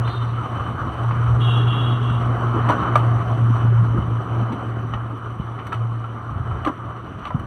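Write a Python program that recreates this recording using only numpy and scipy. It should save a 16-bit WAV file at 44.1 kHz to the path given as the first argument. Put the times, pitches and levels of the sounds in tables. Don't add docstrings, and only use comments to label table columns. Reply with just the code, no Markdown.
import sys
import numpy as np
from scipy import signal
from scipy.io import wavfile
from scipy.ndimage import uniform_filter1d

SR = 44100
rng = np.random.default_rng(int(sys.argv[2]) if len(sys.argv) > 2 else 0)


def to_wav(sig):
    pcm = np.clip(np.atleast_2d(sig), -1, 1) * 32767
    pcm = np.round(pcm).astype(np.int16)
    wavfile.write(sys.argv[1], SR, pcm.T)


def magnitude_from_level(level_db):
    exponent = np.asarray(level_db, float) / 20
    return 10 ** exponent


N = 328986


def evened(x):
    return x / np.sqrt(np.mean(x ** 2) + 1e-20)


def add(mix, s, sound):
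    part = mix[round(s * SR):][:len(sound)]
    part += sound[:len(part)]


def band(x, lo_hz, hi_hz):
    return signal.sosfilt(signal.butter(2, [lo_hz, hi_hz], "band", fs=SR, output="sos"), x)


def ring(x, hz, width_hz):
    r = np.exp(-np.pi * width_hz / SR)
    return signal.lfilter([1], [1, -2 * r * np.cos(2 * np.pi * hz / SR), r * r], x)


def humps(t, rows):
    middle, half, db = np.transpose(rows)[:3, :, None]
    return db * np.maximum(1 - abs(t - middle) / half, 0)


def coloured(x, db):
    log_gain = np.log(magnitude_from_level(np.r_[db, db[-2:0:-1]]))
    taps = np.fft.ifft(np.exp(np.conj(signal.hilbert(log_gain)))).real
    return signal.oaconvolve(x, taps[:2048])[:len(x)]


def echo(x, t60, wet_db, gap_ms):
    t = np.arange(round(t60 * SR)) / SR
    tail = rng.standard_normal(len(t)) * magnitude_from_level(-60 * t / t60) * (t > gap_ms / 1000)
    return x + magnitude_from_level(wet_db) * signal.fftconvolve(x, tail / np.linalg.norm(tail))[:N]


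# pitch in Hz, width in Hz, lift in dB.
HOUSING_MODES = [(378, 197, 4.5), (704, 130, 5), (1200, 575, 18), (3010, 198, 14.5), (5880, 460, 20),
                 (8000, 76, 5.5), (9300, 260, 3), (12600, 160, 7), (14600, 700, 2)]


def housing_db(hz):
    return sum(db / (1 + (2 * (hz - f) / width) ** 2) for f, width, db in HOUSING_MODES)


# frequency in Hz, level in dB per Hz.
WINDOW_SLOPE = [(20, -53), (35, -63), (70, -28), (150, -41.5), (450, -54), (1500, -58), (2600, -68),
                (4200, -78), (5100, -93), (7650, -93.5), (7950, -84.5), (10000, -91), (11000, -95.5),
                (15500, -100)]


def colour_db(hz):
    f, db = np.transpose(WINDOW_SLOPE)
    return np.interp(np.log(hz + 1), np.log(f), db) + housing_db(hz)


# time in seconds, street level in dB.
STREET_LEVEL = [(0, -34), (.4, -33.5), (1.2, -32.5), (2.1, -32.5), (3.3, -32), (4.0, -35.5), (4.4, -35),
                (4.7, -38), (5.2, -39.5), (5.6, -38.5), (6.4, -39.5), (7.46, -40)]
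# middle in seconds, half length in seconds, lift in dB, dullness 0-1.
WHEEL_ROLLS = [(0.265, 0.18, -5, 0.8), (1.757, .3, 7.5, 0.8), (2.1, 0.23, -1, 0), (2.381, 0.19, 6, .55),
               (2.613, 0.22, 8, 0.6), (2.85, 0.32, 12, 0.49), (3.001, 0.18, 4, 0.9), (3.358, 0.13, 5.5, 1),
               (3.981, 0.083, 10, .9), (4.504, 0.44, 6.5, .9), (4.945, 0.25, 5, 0.6), (5.397, .15, -0.5, 1),
               (6.566, .16, 6.5, 0)]
# middle in seconds, half length in seconds, lift in dB.
AIR_THUMPS = [(0, 0.042, 11), (0.787, 0.14, 5), (1.134, .1, 6), (1.316, 0.11, 18.5), (1.904, .2, 3),
              (2.309, .2, 5), (2.986, .2, 0.5), (3.719, 0.22, 9), (3.999, 0.13, 15.5), (4.936, 0.17, 10.5),
              (5.21, 0.09, 3.5), (5.391, .1, 10), (6.372, 0.22, 13), (6.54, .2, 16.5), (7.154, 0.15, 7),
              (7.374, 0.17, 15)]


def roar():
    frames, hz = N // 256 + 5, np.fft.rfftfreq(1024, 1 / SR)
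    t = np.arange(frames) * 256 / SR
    real, imaginary, patches = rng.standard_normal((frames, 513, 3)).T
    patches = uniform_filter1d(patches, size=14, axis=0)
    patches = evened(uniform_filter1d(patches, size=10, axis=1))
    flicker = evened(uniform_filter1d(rng.standard_normal(frames), size=5))

    street = np.interp(t, *np.transpose(STREET_LEVEL)) + 33
    rolls, dull = humps(t, WHEEL_ROLLS), np.transpose(WHEEL_ROLLS)[3]
    boom = -3 + 1.34 * street + humps(t, AIR_THUMPS).sum(0)
    rumble = 2.4 + 0.62 * street + dull @ rolls
    body = street + (1 - dull) @ rolls
    hiss = 2 + 0.94 * street + 0.11 * (body - street)

    centres = np.log([70, 280, 1100, 7000])
    share = np.array([np.interp(np.log(hz + 1), centres, row) for row in np.eye(4)])
    swell = share.T @ np.array([boom, rumble, body, hiss])
    level_db = colour_db(hz)[:, None] + swell + 1.57 * patches + 1.02 * flicker
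    spectra = (real + 1j * imaginary) * magnitude_from_level(level_db)
    return magnitude_from_level(-27) * evened(signal.istft(spectra, nperseg=1024, noverlap=768)[1][:N])


# time in seconds, pitch in Hz, level in dB.
ENGINE_DRONE = [(0, 117.6, -16.5), (.55, 117.5, -23.5), (.96, 118, -25.5), (1.08, 117.5, -14.5),
                (1.519, 118.6, -12), (1.9, 119.8, -15), (2.6, 117.6, -16), (2.95, 117.6, -14),
                (3.8, 115.7, -9.5), (4.05, 114.8, -17), (4.409, 116.6, -16.5), (4.74, 115.1, -22.5),
                (5.65, 115.5, -27), (5.83, 115.3, -17.5), (6.2, 114.5, -30.5), (6.5, 118.5, -22),
                (6.85, 117.4, -29.5), (7.46, 118, -53)]
# time in seconds, level in dB.
ENGINE_OCTAVE = [(0, -45.5), (1.7, -54), (2.0, -26), (2.8, -27), (3.1, -51.5), (7.46, -43.5)]
# middle in seconds, half length in seconds,
# depth in dB.
WALL_FADES = [(0.128, .05, 8), (0.458, 0.056, 21), (0.588, 0.016, 15), (.68, 0.09, 2), (0.776, 0.054, 10),
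              (0.92, 0.094, 7), (1.143, 0.048, 8), (1.78, 0.095, 5.5), (1.965, 0.023, 2),
              (2.216, 0.07, 3.5), (2.396, .1, 5), (2.723, .022, 20), (2.833, .11, 12.5), (3.262, 0.11, 9),
              (3.371, 0.023, 10), (3.584, 0.069, 8), (3.874, 0.057, 5.5), (4.04, 0.079, 5),
              (4.26, 0.075, 14), (4.562, 0.13, 12.5), (5.197, 0.1, 6), (5.394, 0.067, 14),
              (5.614, 0.042, 12), (5.708, 0.058, 10), (6.556, 0.031, 14), (6.708, 0.12, 15),
              (7.2, 0.047, 16)]


def drone():
    s, hz, db = np.transpose(ENGINE_DRONE)
    t = np.arange(N) / SR
    wobble = evened(band(rng.standard_normal(N), 0.85, 36))
    turns = 2 * np.pi * np.cumsum(np.interp(t, s, hz)) / SR
    first_db = np.interp(t, s, db) - humps(t, WALL_FADES).sum(0)
    first = magnitude_from_level(first_db) * (1 + 0.11 * wobble) * np.cos(turns)
    octave_db = np.interp(t, *np.transpose(ENGINE_OCTAVE)) - 7.5
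    return first + magnitude_from_level(octave_db) * np.sin(2 * turns)


# start in seconds,
# length in seconds, comb level in dB, disc rasp level in dB.
HORN_BLASTS = [
    ((407, 3760), [(.045, .145, -45.5, -58)]),
    ((340, 3950), [(.21, 0.13, -59, -64)]),
    ((414.8, 3280), [(1.397, 0.21, -38, -35), (1.663, 0.28, -41.5, -37)]),
    ((408.5, 3260), [(2.003, .156, -50.5, -46)]),
]
# pitch in Hz, width in Hz, level in dB.
DISC_MODES = [(2787, 56, 2.5), (2960, 120, 1.5), (3060, 82, -10), (3174, 90, -1.5), (3335, 120, 4.5),
              (14500, 900, -32)]


def horn_blast(hz, disc_hz, length, db, rasp_db):
    t = np.arange(round(length * SR)) / SR
    drift, chatter = rng.standard_normal((2, len(t)))
    wander = 0.17 * uniform_filter1d(drift, size=500)
    scoop = 0.026 * np.exp(-t / 0.0235)
    turns = 2 * np.pi * np.cumsum(hz * (1 + wander - scoop)) / SR

    k = np.arange(5, 30)[:, None]
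    disc_db = -11 * np.minimum(abs(k * hz - disc_hz) / 520, 2.5) ** 1.7
    upper_db = -33 - 3 * abs(k * hz - 9200) / 1000
    fading_db = 5.5 * np.sin(2 * np.pi * (rng.uniform(7, 18, k.shape) * t + rng.random(k.shape)))
    comb = ((magnitude_from_level(disc_db) + magnitude_from_level(upper_db)) * magnitude_from_level(fading_db) * np.cos(k * turns)).sum(0)

    rasp = np.zeros(len(t))
    for f, width, level in DISC_MODES:
        own_chatter = np.roll(chatter, round(f))
        rasp += magnitude_from_level(level) * evened(ring(ring(own_chatter, f, width), f, width))
    buzz = magnitude_from_level(db) * evened(comb) + magnitude_from_level(rasp_db) * evened(rasp)
    return buzz * magnitude_from_level(-15 * t) * signal.windows.tukey(len(t), 0.12)


def horns():
    out = np.zeros(N)
    for (hz, disc_hz), blasts in HORN_BLASTS:
        for start, length, db, rasp_db in blasts:
            add(out, start, horn_blast(hz, disc_hz, length, db, rasp_db))
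    return echo(out, 0.35, -0.16, 22)


def ticks():
    out, t = np.zeros(N), np.arange(400) / SR
    trill = [(5.2, 2.2, 11)]
    for s in np.arange(0.0545, N / SR, 0.0721):
        late, size = rng.standard_normal(2)
        tick = band(rng.standard_normal(400) * np.exp(-t / 0.0025), 13500, 15400)
        tick_db = -73 + humps(s, trill).sum() + 2.5 * size
        add(out, s + 0.004 * late, magnitude_from_level(tick_db) * tick / abs(tick).max())
    whirr = evened(ring(rng.standard_normal(N), 9200, 90))
    whirr_db = -89.5 + 1.1 * humps(np.arange(N) / SR, trill).sum(0)
    return out + magnitude_from_level(whirr_db) * whirr


# middle in seconds, half length in seconds, level in dB,
# pitch in Hz.
BODY_SINGING = [
    (1.55, 0.28, -37, 405),
    (2.052, 0.3, -39, 410),
    (2.45, 0.42, -40, 710),
    (3.1, 0.48, -36, 693),
    (3.751, .3, -42.5, 563),
    (2.5, 0.37, -36, 1050),
    (3.748, 0.28, -42, 1440),
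]


def singing():
    out, t = np.zeros(N), np.arange(N) / SR
    for middle, half, db, hz in BODY_SINGING:
        swell = humps(t, [(middle, half, 1)])[0]
        out += magnitude_from_level(db) * swell * evened(ring(rng.standard_normal(N), hz, 0.078 * hz))
    return out


# start in seconds, peak in dB, pitch in Hz, ring in ms.
DULL_BUMPS = [(2.691, -24, 305, 31), (3.501, -14.5, 235, 11), (3.72, -27, 390, 19), (3.959, -23, 368, 39),
              (7.346, -24, 253, 37), (3.649, -17.5, 245.5, 8.7), (3.808, -23.5, 194, 53),
              (3.945, -18.5, 255, 13), (3.985, -8.5, 135, 12), (4.421, -19, 230, 15),
              (4.53, -16.5, 269, 14), (5.124, -29, 309, 33), (5.398, -10, 128, 6.8), (6.3, -26.5, 154, 49),
              (2.956, -17, 630, 14), (6.662, -19, 330, 12), (6.671, -14.5, 303, 20),
              (6.697, -19.5, 293, 14), (6.668, -24.5, 560, 22), (4.4, -27, 221, 44), (4.5, -22.5, 242, 43),
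              (7.154, -24, 132, 29), (7.345, -10, 145, 16), (7.435, -21.5, 128, 20)]


def bumps():
    out, t = np.zeros(N), np.arange(4096) / SR
    for s, db, hz, ring_ms in DULL_BUMPS:
        u = t * 4000 / ring_ms
        push = u * np.exp(1 - u)
        add(out, s, magnitude_from_level(db) * push * -np.sin(2 * np.pi * hz * t * (1 - 2.2 * t)))
    return out


# start in seconds, crack in dB, shell in dB over the crack,
# hardness in dB an octave, shell pitch in Hz.
PLASTIC_KNOCKS = [(2.6877, -23, 3, -2.5, 1200), (2.696, -23.5, 14, -6.5, 964), (2.7015, -20, 1, -4, 947),
                  (2.9551, -19.5, 16, -1.5, 1188), (2.954, -34, 13, -7, 2270), (3.9803, -48, 7, 12, 1200),
                  (6.647, -47.5, 11.5, -6, 3300), (6.673, -39, 15.5, -3, 1620),
                  (4.9354, -24.5, 4, -10, 1233), (5.667, -36.5, 5, 2.5, 1150),
                  (5.72, -26.5, -1, -9.5, 1200), (5.7263, -25.5, 8, -2.5, 1306),
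                  (6.6478, -23.5, 4, -3, 1236), (6.6618, -32, 18.5, -2.5, 1150),
                  (6.67, -31.5, 18, -5, 1056), (6.6794, -32.5, 10.5, -5, 1350), (6.692, -47, 25.5, 3, 1000),
                  (7.252, -27, 4, -6, 1200), (7.3043, -42, 20.5, -7, 1023), (7.3945, -43, 14.5, 3.5, 1210)]
# start in seconds, crack in dB, shell in dB over the crack,
# hardness in dB an octave, shell pitch in Hz.
SOFT_SCUFFS = [(0.074, -30, 1.1, -6.5, 1370), (1.1082, -32.5, 13.4, -12, 1128),
               (2.0989, -37, 12, -10, 1416), (2.7199, -31, 10.6, -2, 1427), (2.974, -41, 4.6, 4, 1230),
               (3.2977, -44, 16, -6, 1050), (4.3894, -38, 9.9, -15, 1170), (4.52, -34.5, 5.6, -3, 970),
               (5.5874, -33.5, 2.1, -11, 1260), (5.7388, -33.5, 7, -4, 1170), (6.04, -42, 15, -7, 1310),
               (6.5095, -49, 20, -13, 1290), (7.187, -40, 5.7, -4, 1103), (7.2682, -33.5, 8.3, -4, 1150)]


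def plastic_blow(shell_db, hardness, shell_hz, rattle_ms):
    t, hz = np.arange(4096) / SR, np.fft.rfftfreq(4096, 1 / SR)
    grit = rng.standard_normal(4096) * magnitude_from_level(2.6 * rng.exponential(1, 4096).clip(0, 4))
    u = t * 1000 / rattle_ms
    fall = np.exp(-2.6 * u) + 0.28 * np.exp(-0.7 * u)
    blow = grit * fall * np.minimum(u / 0.23, 1)

    crack_db = colour_db(np.maximum(hz, 1800)) - 0.43 * housing_db(np.minimum(hz, 4500)) + 70
    crack_db += hardness * np.log2(hz / 2000 + 0.5)
    crack_db += 3.2 * np.clip(hz / 4000 - 2.6, -0.4, 1)
    crack = band(coloured(blow, crack_db), 1740, 18000)

    v = t * 1000 / 1.68
    turns = 2 * np.pi * (shell_hz * t + rng.random((3, 1)))
    modes = np.sin(turns[0]) + 0.29 * np.sin(0.594 * turns[1])
    modes += 0.11 * np.sin(1.93 * turns[2]) * np.exp(-0.15 * v)
    rattle = band(ring(blow, shell_hz, 300), 450, 2300)
    shell = v ** 2 * np.exp(-v) * modes + 0.41 * rattle / abs(rattle).max()
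    return crack / abs(crack).max() + magnitude_from_level(shell_db) * shell / abs(shell).max()


def knocks():
    out = np.zeros(N)
    for rows, rattle_ms in [(PLASTIC_KNOCKS, 9.7), (SOFT_SCUFFS, 20)]:
        for s, db, shell_db, hardness, shell_hz in rows:
            add(out, s, magnitude_from_level(db + 3) * plastic_blow(shell_db, hardness, shell_hz, rattle_ms))
    return echo(out, 0.13, -8, 2.1)


def scene():
    return (roar() + drone() + horns() + ticks() + singing() + bumps() + knocks())[None]


def low_pass(x):
    return signal.sosfilt(signal.butter(12, 16850, fs=SR, output="sos"), x)


def record(dry):
    bass_cut = signal.butter(3, 54.6, "high", fs=SR, output="sos")
    limit = 1.1
    held = limit * np.tanh(signal.sosfilt(bass_cut, dry) / limit)
    edge = signal.firwin(801, 15550, window=("kaiser", 9), fs=SR)
    return low_pass(signal.oaconvolve(held, edge[None], "same"))


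dry = scene()
out = record(dry)
to_wav(out)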